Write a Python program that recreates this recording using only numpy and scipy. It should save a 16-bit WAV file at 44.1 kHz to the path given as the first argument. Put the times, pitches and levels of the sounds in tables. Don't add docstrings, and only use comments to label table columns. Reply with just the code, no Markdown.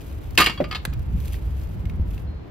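import sys
import numpy as np
from scipy import signal
from scipy.fft import rfft, irfft
from scipy.io import wavfile

SR = 44100
rng = np.random.default_rng(int(sys.argv[2]) if len(sys.argv) > 2 else 0)


def materialize(psi):
    bounded = np.clip(np.atleast_2d(psi).T, -1, 1)
    quanta = np.round(bounded * 32767).astype(np.int16)
    wavfile.write(sys.argv[1], SR, quanta)


N = 110250


def frame():
    # start in seconds, then level, bass shelf and treble shelf in dB.
    blows = [(0.3761, -5.5, -9.5, 3), (0.3831, -7.5, 4, 6), (0.387, -12, -1, 0.5), (0.3994, -9, 3.5, -1),
             (0.4039, -11.5, 11, 7), (0.4113, -13.5, -7, 10), (0.4176, -9, 1, -11.5),
             (0.4258, -19, -32.5, 4), (0.4416, -15, -9.5, 5), (0.4614, -10, -13.5, -1),
             (0.4694, -14, 5, -8.5), (.4825, -25.5, -4, 1), (0.4969, -22.5, 1.5, -1.5),
             (0.5764, -33, 7, -13), (0.641, -28.5, 3, -7.5)]
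    # a tube mode's frequency in Hz, level in dB, t60 in seconds.
    tubes = [(325, -3, .13), (1151, -1, .12), (1227, 3, .14), (1802, -4, .11), (2140, -8, .27),
             (2272, 0, .16), (2536, -3, .15), (2805, 2.5, .125), (3130, -2, .12), (3278, -3, .12),
             (4110, -3, .09), (4527, -7, .16), (4850, -8, .13), (5470, -15, .15), (7145, -14, .18)]
    # start in seconds, level in dB, pitch in Hz, t60 in seconds.
    clanks = [(.3768, 2.5, 2820, 0.0076), (.377, -12.5, 1803, 0.041), (.4155, -10.5, 1222, 0.079),
              (.4608, -10.5, 2832, .025), (.4685, -15.5, 2272, 0.086), (.5759, -30.5, 3320, 0.077),
              (.5762, -39, 4520, 0.086), (.647, -33, 1215, 0.14)]
    crash = struck(blows, tubes, modes_db=-17.5, parts_db=-5, rise_s=0.00019)
    return crash + damped_tones(clanks, rise_s=0.0002)


def rocking_leg():
    # start in seconds, level in dB.
    rebounds = [(0.7111, -19.5), (0.7252, -21.5), (0.7476, -19.5), (0.7531, -18.5), (.7607, -29),
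                (0.928, -36.5)]
    # a leg mode's frequency in Hz, level in dB.
    leg = [(754, -7), (1248, 4), (1739, -1), (2159, 2), (2536, -2), (2810, -3), (3085, -4), (3381, -1),
           (4414, -1), (4880, -6)]
    treble_db, t60_s = -6.5, 0.08
    blows = [(start, db, 0, treble_db) for start, db in rebounds]
    modes = [(hz, db, t60_s) for hz, db in leg]
    return struck(blows, modes, modes_db=-14.5, parts_db=-7.5, rise_s=0.00094)


def struck(blows, modes, modes_db, parts_db, rise_s):
    # frequency in Hz, relative level in dB.
    colour = [(120, -2), (300, -4), (720, -10), (1150, 0), (1420, -3), (1800, -2), (2900, 0), (4700, -5),
              (6200, -15), (8800, -12.5), (13000, -19.5), (16000, -30)]
    out, t = np.zeros((2, N)), np.arange(SR // 2) / SR
    count = 240
    part_hz = 150 + 15500 * ((np.arange(count) + rng.random(count)) / count) ** 1.7
    part_gain = shape(part_hz, colour) * np.sqrt(np.gradient(part_hz))
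    part_gain *= undb(parts_db) / np.sqrt(np.sum(part_gain ** 2) / 2)
    part_t60 = 0.09 * (part_hz / 2000) ** -0.21
    mode_hz, mode_db, mode_t60 = np.array(modes).T
    hz, t60 = np.r_[part_hz, mode_hz], np.r_[part_t60, mode_t60]
    phase = 2 * np.pi * np.outer(hz, t)
    decay = fade(t, t60[:, None])
    sine, cosine = np.sin(phase) * decay, np.cos(phase) * decay
    for start, db, bass_db, treble_db in blows:
        gain = np.r_[part_gain * contact_coupling(part_hz), undb(modes_db + mode_db)]
        gain *= shelves(hz, bass_db, treble_db)
        push = spread(gain * random_phases(len(hz)), width=0.3)
        ring = push.real @ sine + push.imag @ cosine
        crack = noise(colour, 0.25, bass_db, treble_db, size=len(t)) * fade(t, t60=0.01) * undb(-6)
        add(out, start, undb(db) * (ring + crack) * rise(t, rise_s))
    return out


def contact_coupling(hz):
    knots_hz = np.arange(0, SR, 220)
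    gain = undb(5 * np.clip(rng.standard_normal(len(knots_hz)), -2, 2))
    return np.interp(hz, knots_hz, gain / rms(gain))


def shelves(hz, bass_db, treble_db):
    bass = 1 / (1 + (hz / 1400) ** 6)
    treble = 1 - 1 / (1 + (hz / 6000) ** 6)
    return undb(bass_db * bass + treble_db * treble)


def tyre():
    # start in seconds, level in dB, pitch in Hz, t60 in seconds.
    bumps = [(.6027, -4.5, 560, .025), (.609, -15, 260, .05), (.611, -22, 175, .09), (.6135, -26, 610, .09),
             (.6175, -18, 370, .06)]
    # frequency in Hz, relative level in dB.
    colour = [(100, -45.5), (330, -3), (620, -5), (900, -19), (2000, -25), (8000, -53.5)]
    t, rise_s = np.arange(SR // 2) / SR, 0.0012
    out = damped_tones(bumps, rise_s)
    thud = noise(colour, width=0.4, size=len(t)) * fade(t, t60=0.1) * rise(t, rise_s)
    add(out, bumps[0][0], undb(-18.5) * thud)
    return out


def catch():
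    # start in seconds, level in dB.
    snaps = [(0.852, -19.5), (0.8537, -28.5)]
    # frequency in Hz, relative level in dB.
    colour = [(200, -4), (1000, 3), (1950, 5.5), (2600, -5), (3900, 0.5), (5500, -16), (7800, -4.5),
              (13000, -10.5), (16000, -20)]
    return bursts(snaps, colour, width=0.61, t60=0.023)


def fittings():
    # start in seconds, level in dB, pitch in Hz.
    ticks = [(1.3418, -40, 1900), (1.8544, -43.5, 2160), (1.8983, -44.5, 2180), (2.1784, -45.5, 2650)]
    # frequency in Hz, relative level in dB.
    colour = [(300, -20.5), (2300, 2.5), (7000, -16), (16000, -17)]
    out, t = np.zeros((2, N)), np.arange(SR // 2) / SR
    for start, db, hz in ticks:
        ring = undb(1.5) * np.sin(2 * np.pi * hz * t)
        contact = noise(colour, width=0.62, size=len(t))
        add(out, start, undb(db) * (contact + ring) * fade(t, t60=0.03))
    ping = np.sin(2 * np.pi * 4126 * t) * fade(t, t60=0.87)
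    add(out, start=2.274, sound=undb(-59.5) * ping)
    return out


def grip():
    # start in seconds, level in dB.
    clicks = [(0.307, -42.5), (0.353, -39), (0.9361, -40), (0.993, -46), (1.2555, -40)]
    # frequency in Hz, relative level in dB.
    colour = [(500, 2), (4000, -1), (8000, -4), (14000, -2.5)]
    return bursts(clicks, colour, width=0.4, t60=0.03)


def sleeves():
    # time in seconds, rustle level in dB.
    rustle = [(0, -52.5), (.36, -58.5), (1.08, -64.5), (1.25, -52), (1.335, -47.5), (1.38, -56),
              (1.5, -59.5), (1.66, -53), (1.74, -61), (2.05, -67.5), (2.11, -50), (2.32, -75)]
    # frequency in Hz, relative level in dB.
    colour = [(400, -40), (2500, 6.5), (5000, -2.5), (8500, -0.5), (13500, 0), (16000, -8)]
    t, grain_samples = np.arange(N) / SR, 30
    grains = np.exp(0.45 * rng.standard_normal(N // grain_samples + 1))
    flutter_db = 3 * np.interp(t, np.linspace(0, N / SR, 200), rng.standard_normal(200))
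    rub = np.repeat(grains, grain_samples)[:N] * undb(flutter_db)
    level = undb(np.interp(t, *np.array(rustle).T))
    return noise(colour, width=0.34) * rub / rms(rub) * level


def wind():
    # time in seconds, rumble level in dB, flutter level in dB.
    gusts = [(0, -38, -46.5), (.33, -31, -48.5), (.54, -36, -42.5), (.66, -33.5, -38.5), (.84, -36, -52.5),
             (.95, -23, -42), (1.052, -31.5, -40), (1.161, -23.5, -30), (1.29, -31, -43), (1.53, -30, -43),
             (2, -24.5, -33.5), (2.28, -33, -41), (2.46, -42, -45)]
    # frequency in Hz, relative level in dB.
    rumble_colour = [(28, -16.5), (48, 1), (64, 5.5), (140, -10.5), (400, -82.5)]
    flutter_colour = [(60, -8), (170, 6), (240, -7.5), (330, -15), (600, -74)]
    # start in seconds, level in dB, pitch in Hz, t60 in seconds.
    buffets = [(.877, -14.5, 144, 0.045), (.923, -7, 65, 0.017), (1.147, -23, 149, 0.05),
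               (1.997, -6.5, 77, 0.08)]
    t = np.arange(N) / SR
    when, rumble_db, flutter_db = np.array(gusts).T
    rumble = noise(rumble_colour, width=0.26) * undb(2 + np.interp(t, when, rumble_db))
    flutter = noise(flutter_colour, width=0.26) * undb(np.interp(t, when, flutter_db))
    return rumble + flutter + damped_tones(buffets, rise_s=0.0012)


def traffic():
    # frequency in Hz, relative level in dB.
    colour = [(150, -8.5), (300, -1), (560, -10), (2800, -27.5), (4500, -35.5), (15000, -69)]
    lag_s = 0.00041
    left, right = noise(colour, width=0.97) * undb(-46)
    return np.array([left, np.roll(right, int(lag_s * SR))])


def reflections(x):
    # frequency in Hz, relative level in dB.
    colour = [(100, -2.5), (1000, 1.5), (7000, -0.5), (16000, -30.5)]
    t = np.arange(SR) / SR
    tail = noise(colour, width=0.91, size=SR) * fade(t, t60=0.25) * rise(t, 0.016)
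    tail /= np.sqrt(np.sum(tail ** 2) / 2)
    return x + undb(-19) * signal.fftconvolve(x, tail, axes=1)[:, :N]


def microphone_ports(x):
    # frequency in Hz, left over right in dB, left phase lead in radians.
    ports = [(200, -0.5, -0.66), (576, -2.5, 0.96), (1250, 0.5, -0.3), (2300, -2.5, -0.53),
             (4200, 3.5, 1.67), (5320, 2, -1.35), (9320, -0.5, -3), (13060, 0, -7)]
    port_hz, db, lead = np.array(ports).T
    hz = np.fft.rfftfreq(N, 1 / SR)
    half_gain = undb(np.interp(hz, port_hz, db) / 2)
    left = half_gain * np.exp(1j * np.interp(hz, port_hz, lead))
    return irfft(rfft(x) * np.array([left, 1 / half_gain]), N)


def damped_tones(rows, rise_s):
    out, t = np.zeros((2, N)), np.arange(SR // 2) / SR
    for start, db, hz, t60 in rows:
        add(out, start, undb(db) * np.sin(2 * np.pi * hz * t) * fade(t, t60) * rise(t, rise_s))
    return out


def bursts(rows, colour, width, t60):
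    out, t = np.zeros((2, N)), np.arange(SR // 2) / SR
    for start, db in rows:
        add(out, start, undb(db) * noise(colour, width, size=len(t)) * fade(t, t60))
    return out


def noise(colour, width, bass_db=0, treble_db=0, size=N):
    hz = np.fft.rfftfreq(size, 1 / SR)
    gain = shape(hz, colour)
    gain = gain / rms(gain) * shelves(hz, bass_db, treble_db)
    pair = irfft(gain * random_phases(len(hz)), size) * np.sqrt(size)
    return spread(pair, width)


def random_phases(count):
    return np.exp(2j * np.pi * rng.random((2, count)))


def spread(pair, width):
    mid, side = pair
    return np.array([mid + width * side, mid - width * side])


def shape(hz, colour):
    knots_hz, db = np.array(colour).T
    return undb(np.interp(np.log(hz + 1), np.log(knots_hz), db))


def rise(t, rise_s):
    return 1 - np.exp(-t / rise_s)


def fade(t, t60):
    return np.exp(-np.log(1000) * t / t60)


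def undb(db):
    return 10 ** (np.asarray(db) / 20)


def rms(x):
    return np.sqrt(np.mean(x ** 2))


def add(out, start, sound):
    i = int(start * SR)
    out[:, i:i + sound.shape[-1]] += sound[..., :N - i]


def scene():
    near = frame() + rocking_leg() + tyre() + catch() + fittings() + grip() + sleeves()
    return reflections(microphone_ports(near)) + wind() + traffic()


def record(dry):
    lowpass = signal.ellip(10, 0.2, 80, 15700, fs=SR, output="sos")
    return signal.sosfilt(lowpass, np.clip(dry, -0.9, 0.9))


dry = scene()
out = record(dry)
materialize(out)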